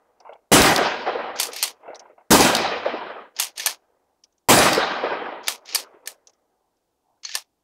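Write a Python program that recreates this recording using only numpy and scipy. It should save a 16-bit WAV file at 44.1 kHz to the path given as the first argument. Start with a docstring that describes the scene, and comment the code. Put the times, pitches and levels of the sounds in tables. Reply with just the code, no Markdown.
"""In a snowy pit, a few metres in front of a phone, a pump shotgun is fired three times.
Each blast is banded noise that overloads the microphone and rolls back from banks and woods, losing
treble; the tail of an earlier shot opens the scene. Noise bursts and short rings make the steel action
slide, clack and tick, and hollow grains of noise make boots crunch in dry snow.
The phone turns quiet moments down, so tails are cut short over a faint low murmur."""
import sys
import numpy as np
from scipy import signal
from scipy.fft import rfft, irfft, next_fast_len
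from scipy.io import wavfile
from scipy.ndimage import uniform_filter1d, minimum_filter1d

SR = 44100
rng = np.random.default_rng(int(sys.argv[2]) if len(sys.argv) > 2 else 0)


def store_wav(level_fs):
    """Save 16-bit WAV to argv[1]."""
    pcm = np.round(np.clip(np.atleast_2d(level_fs), -1, 1) * 32767)
    wavfile.write(sys.argv[1], SR, pcm.T.astype(np.int16))


N = 336483
T = np.arange(N) / SR  # seconds

# The shots; the first was fired before the start and only its tail is left. Each row: time in seconds,
# late tail from the woods in dB, sharp echoes in dB, deep boom in dB.
SHOTS = [(-1.62, 2.5, 0, 0), (0.5174, 1.2, -1.5, 0.5), (2.306, -3, 0.6, -16), (4.487, 1.2, -2.5, -9)]
# Strokes of the fore-end, back and forward, each ending at its stop. Each row: main blow in seconds,
# its relative level in dB, looseness in dB, slide before it in seconds, relative end scrape level in dB.
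BACK_STROKES = [(1.3985, -6, 4, .045, -32), (3.3977, -5, 3.2, .053, -43), (5.4814, -3.5, -.5, .053, -38),
                (7.3517, -5, -6, .125, -35)]
FORWARD_STROKES = [(1.6266, -4.5, .6, .117, -31.5), (3.6599, -3.5, -.6, .111, -34.5),
                   (5.7474, -5.5, .3, .1, -34)]
# Colour of the steel's scrape and crack. Each row: frequency in Hz, level in dB.
STEEL_COLOUR = [(1000, -19), (2200, 3), (3500, 2.5), (5200, 4.5), (6800, -0.5), (8000, -22.5), (14000, -39)]


def undb(db):
    """Turn decibels into an amplitude factor."""
    return 10 ** (np.asarray(db) / 20)


def shaped_noise(gain, size):
    """Filter white noise by a gain per frequency bin."""
    return irfft(rfft(rng.standard_normal(size)) * gain, size)


def band(hz, octaves, size):
    """Noise of rms 1 under a bell-shaped band, down to 1/e at this many octaves from its centre."""
    padded = next_fast_len(size, True)
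    bins = np.fft.rfftfreq(padded, 1 / SR) + 1
    bell = np.exp(-(np.log2(bins / hz) / octaves) ** 2)
    x = shaped_noise(bell, padded)[:size]
    return x / np.std(x)


def coloured(spectrum, size):
    """Noise of rms 1 with a spectrum drawn through (Hz, dB) points."""
    hz, db = np.transpose(spectrum)
    bins = np.fft.rfftfreq(size, 1 / SR) + 1
    x = shaped_noise(undb(np.interp(np.log(bins), np.log(hz), db)), size)
    return x / np.std(x)


def walk(rate):
    """Random levels around 0, drawn `rate` times a second and joined by ramps."""
    k = int(SR / rate)
    steps = np.repeat(rng.standard_normal(N // k + 1), k)
    return uniform_filter1d(steps, k)[:N]


def fade(t, t60, rise):
    """A quick rise and an exponential fall of 60 dB in t60 seconds."""
    return (1 - np.exp(-t / rise)) * undb(-60 * t / t60)


def add(out, s, x):
    """Lay sound x into out from s seconds on."""
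    i = int(s * SR)
    out[i:i + len(x)] += x[:N - i]


def blast_roll():
    """Slopes send the blast back; on longer paths the air and snow take more of the bass and treble."""
    # What the ground sends back. Each row: seconds after the shot, middle-register level in dB.
    roll = [(0, -20.5), (0.016, -12), (0.081, -18), (.17, -17.5), (.22, -21.5), (.33, -23), (.54, -33),
            (.556, -28), (.84, -35.5), (.94, -39), (1.03, -47), (1.17, -51), (1.4, -47), (1.6, -52),
            (2.0, -63), (3.2, -88)]
    # Colour of the returns against the roll. Each row: frequency in Hz, near banks in dB, their loss in
    # dB per second, far woods in dB, their loss in dB per unit of the settling path below.
    terrain = np.transpose([(38, -29, 49.5, -42, 10), (62, -21, 49.5, -35.5, 10),
                            (117.8, -13, 49.5, -40.5, 6), (259, -1.2, 44, -18, 2.5),
                            (510, -5.5, 35, -11, -5.5), (835.6, -7.5, 30.5, -6, 1), (1750, -13, 34, -9, 5),
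                            (3498, -14.5, 30.5, -9.5, 18.5), (5097, -11, 35, -10, 50),
                            (6707, -5.5, 37, -18, 96), (9000, -5, 44, -47, 66),
                            (16400, -11, 61, -63.5, 72.5)])
    fired, woods_db, _, boom_db = np.transpose(SHOTS)
    last = np.searchsorted(fired, T, "right") - 1
    since = T - fired[last]
    late = np.minimum(since, 1)
    # long paths come from the same far woods, so the colour settles
    path = 1.3 * np.tanh(since ** 1.9 / 1.6)
    # single trees and ledges answer in short lumps, clearest in the low middle
    lumps = np.tanh(walk(110)) + np.tanh(walk(50))
    out = np.zeros(N)
    for hz in 38 * 2 ** np.arange(0, 8.8, 1 / 3):
        near_db, near_loss, far_db, far_loss = (
            np.interp(np.log(hz), np.log(terrain[0]), column) for column in terrain[1:])
        if hz < 90:
            near_db = near_db + .45 * boom_db[last]
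        # the pit is small: its own returns hold, then run out, the highest first
        pit_db = -9 * (late / 0.29 * (hz / 8000) ** 0.067) ** 4
        near = undb(near_db - near_loss * since + pit_db)
        far = undb(far_db - far_loss * path + woods_db[last] * late ** 3)
        lump_db = 2.8 * lumps * np.exp(-(np.log2(hz / 650) / 2) ** 2)
        flicker_db = 2.3 * walk(25)
        out += np.hypot(near, far) * undb(lump_db + flicker_db) * band(hz, 1 / 5, size=N)
    return out * undb(np.interp(since, *np.transpose(roll)))


def blast_echoes():
    """Single echoes stand out of the roll as short bands of noise, each with a fainter band above it."""
    # Each row: seconds after the shot, relative level in dB, centre in Hz, 60 dB decay in seconds.
    echoes = [(.083, -10, 60, .13), (.101, -.6, 5200, .018), (.143, -5, 4360, .018),
              (.244, -2.2, 4400, .018), (.261, -9, 4660, .018), (.289, -8, 460, .085),
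              (.338, -14, 780, .14), (.546, -11, 580, .17), (.63, -17, 507, .13), (.768, -24, 915, .11)]
    out, t = np.zeros(N), T[:SR // 3]
    for shot, woods, sharp, boom in SHOTS[1:]:
        for s, db, hz, t60 in echoes:
            db = db + (boom if hz < 90 else sharp if hz > 2000 else woods * s)
            noise = band(hz, 0.65, size=len(t)) + undb(-11) * band(2.3 * hz, 0.68, size=len(t))
            add(out, shot + s, undb(db - 5) * fade(t, t60, 0.025 * t60) * noise)
    return out


def shots():
    """A shot is its rolling return from the ground plus the echoes that stand out of it."""
    return blast_roll() + blast_echoes()


def clacks():
    """List every blow of steel on steel: those that end the strokes, and the single clicks."""
    # Blows within a back or forward stroke. Each row: seconds from the main blow, level against it in dB,
    # top sparkle in dB, rattle after the blow in dB.
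    back_blows, forward_blows = [(-.01, -13.5, -17, -11), (0, 0, -.6, -19)], [(0, 0, 1.2, -23), (.0093, -2.5, -4, -18)]
    # Single parts click. Each row: seconds, relative level in dB, top sparkle in dB, rattle after in dB.
    blows = list([(1.4298, -12, 0, -16), (1.5319, -29.5, -3, -5.5), (1.5618, -18.5, -5.5, -11),
                  (3.3644, -27.5, -30, -9.5), (3.4184, -20, 2, -12.5), (3.4359, -26, -9, -6),
                  (3.5579, -35, -8.5, -8.5), (3.5775, -21, -3, -9.5), (3.5965, -17, -8, -9.5),
                  (5.658, -32, -18.5, -23), (5.689, -21, -24, -17), (6.0585, -25, -11, -22),
                  (6.0737, -12.5, 2.5, -25), (7.233, -22.5, -34, -21.5), (7.249, -16, -40, -24),
                  (7.2915, -18, -40, -28)])
    for strokes, pattern in ((BACK_STROKES, back_blows), (FORWARD_STROKES, forward_blows)):
        for s, db, loose_db, _, _ in strokes:
            for after, more_db, top_db, rattle_db in pattern:
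                blows.append((s + after, db + more_db, top_db + loose_db / 2, rattle_db + loose_db))
    return blows


def steel_blows(chatter):
    """Each blow cracks and rings the steel; a rattling tail follows, cut short early."""
    # Ringing parts. Each row: frequency in Hz, relative level in dB, 60 dB decay in seconds.
    parts = [(846, -15, 0.07), (1764, -10.5, .06), (2820, -24.5, .06), (4390, -7.5, 0.079),
             (5020, -1.5, 0.017), (6310, 0.5, 0.023), (8870, -5.5, 0.066), (11770, -3.5, 0.043)]
    out, t = np.zeros(N), T[:SR // 5]
    crack = fade(t, .016, .0015)
    rattle = undb(-150 * t) * (undb(-13 * (t / 0.09) ** 3) + undb(-21)) * (1 - np.exp(-t / 0.0014))
    top_rattle = undb(-150 * t - 11 * (t / .075) ** 3) * (1 - np.exp(-t / 0.0023))
    for s, db, top_db, rattle_db in clacks():
        # only hard blows shake the whole gun and knock low
        knock_db = -6.5 + 0.5 * db
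        body = coloured(STEEL_COLOUR, len(t)) + undb(knock_db) * band(904, 0.79, size=len(t))
        top = undb(top_db) * band(8400, 0.73, size=len(t))
        ring = np.zeros(len(t))
        for hz, part_db, t60 in parts:
            register_db = top_db if hz > 8000 else knock_db if hz < 1500 else 0
            level = undb(part_db + 5.2 * rng.standard_normal() + register_db)
            ring += level * fade(t, t60, .0005) * band(hz, 0.056, size=len(t))
        shake = undb(rattle_db) * chatter[int(s * SR):][:len(t)]
        tail = shake * (body * rattle + top * top_rattle)
        add(out, s, undb(db) * (undb(-4) * ((body + top) * crack + tail) + undb(-15) * ring))
    return out


def slides(chatter):
    """The fore-end scrapes along in uneven noise that swells up to its stop and runs a little past it."""
    swell_db, overrun_s = 9, .01
    out = np.zeros(N)
    for s, _, _, length, end_db in BACK_STROKES + FORWARD_STROKES:
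        start, size = s - length, int((length + overrun_s) * SR)
        stroke = undb(np.linspace(end_db - swell_db, end_db, size)) * signal.windows.tukey(size, .25)
        add(out, start, stroke * coloured(STEEL_COLOUR, size) * chatter[int(start * SR):][:size])
    return out


def ticks():
    """Small parts tick as the gun is handled: a narrow band of noise over a wide, softer one."""
    # Each row: time in seconds, relative level in dB, frequency in Hz.
    tick_rows = [(0.2014, -42, 5150), (0.3324, -50, 3000), (1.946, -39, 4200), (1.956, -36, 5560),
                 (1.994, -33, 5600), (4.2373, -35, 5360), (4.324, -52, 6200), (4.3805, -48, 6300),
                 (6.271, -35, 5900), (6.2944, -44, 5860), (6.3335, -45, 5700), (6.769, -56, 5640)]
    out, t = np.zeros(N), T[:SR // 5]
    for s, db, hz in tick_rows:
        narrow = band(hz, 0.22, size=len(t)) * fade(t, 0.036, 0.0007)
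        wide = undb(-7) * band(3800, 1.0, size=len(t)) * fade(t, 0.036, 0.0012)
        add(out, s, undb(db + 1) * (narrow + wide))
    return out


def action():
    """Blows, slides and ticks of the steel action, thinned of their lows."""
    # irregular bursts, shared by the rattles and the scrapes
    chatter = undb(2.6 * np.minimum(walk(350) ** 2, 3) - 3.5)
    steel = steel_blows(chatter) + ticks() + slides(chatter)
    return signal.sosfilt(signal.butter(2, 520, "high", fs=SR, output="sos"), steel)


def boots():
    """Short hollow grains as crust breaks, with rough overtones that differ from grain to grain."""
    # Boots pack the snow. Each row: time in seconds, relative level in dB, frequency in Hz.
    crunches = [(0.204, -34, 762), (0.249, -30, 860), (0.268, -27, 850), (0.291, -25, 585),
                (0.325, -29, 760), (0.39, -40, 560), (0.435, -41, 750), (1.831, -32, 860),
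                (1.857, -28, 748), (1.879, -22, 535), (1.904, -30, 650), (1.932, -27, 740),
                (2.002, -31, 745), (2.054, -32, 770), (2.098, -30, 445), (2.179, -31, 748),
                (5.845, -33, 1100), (5.943, -33, 420), (7.173, -43, 800)]
    # Overtones of a crunch. Each row: frequency in Hz, width in octaves, relative level in dB.
    overtones = [(1395, 0.21, -15), (2160, 0.12, -18.5), (2700, 0.088, -25.5)]
    out, t = np.zeros(N), T[:SR // 10]
    # a softer grain follows each crunch, about 22 ms later and 7 dB down
    spread = rng.uniform(.5, 1.5, (len(crunches), 2))
    crumbs = [(s + .022 * a, db - 7 * b, hz) for (s, db, hz), (a, b) in zip(crunches, spread)]
    for s, db, hz in crunches + crumbs:
        grain = band(hz, 0.44, size=len(t))
        for over_hz, width, over_db in overtones:
            level = undb(over_db + 1.5 * rng.standard_normal())
            grain = grain + level * band(over_hz, width, size=len(t))
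        add(out, s, undb(db - 6) * fade(t, 0.084, 0.001) * grain)
    return out


def air():
    """A faint floor of coloured noise with an unsteady murmur in the low middle."""
    # Colour of the floor. Each row: frequency in Hz, level in dB.
    floor = [(20, -8), (70, -3), (140, -9), (330, 0), (800, -8), (1900, -21), (5700, -19.5), (16000, -25)]
    murmur = undb(-8 + 6.0 * walk(14)) * band(800, .4, size=N)
    return undb(-75.5) * (coloured(floor, N) + murmur)


def gate(x):
    """Gain that stays open a moment after a loud sound and sinks when the level is under the threshold."""
    threshold_db, knee_db, depth_db = -43, 3.2, 16
    hold, slew = int(.03 * SR), int(.012 * SR)  # samples
    db = 10 * np.log10(np.maximum(uniform_filter1d(x ** 2, slew), 1e-12))
    # highest level over the hold time just past
    held = -minimum_filter1d(-db, hold, origin=(hold - 1) // 2)
    gain_db = -depth_db / (1 + np.exp((held - threshold_db) / knee_db))
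    return undb(uniform_filter1d(gain_db, slew))


def scene():
    """Shots, steel action and boots together, on one channel."""
    return (shots() + action() + boots())[None]


def record(dry):
    """The microphone flattens the blasts, quiet moments sink to the floor, deep bass and top are cut."""
    full_scale = .54  # amplitude the overloaded microphone levels off at
    thin = signal.sosfilt(signal.butter(2, 45, "high", fs=SR, output="sos"), dry)
    loud = thin / (1 + np.abs(thin / full_scale) ** 4) ** (1 / 4)
    heard = loud * gate(loud) + air()
    return signal.sosfilt(signal.ellip(12, .2, 70, 15700, fs=SR, output="sos"), heard)


dry = scene()
out = record(dry)
store_wav(out)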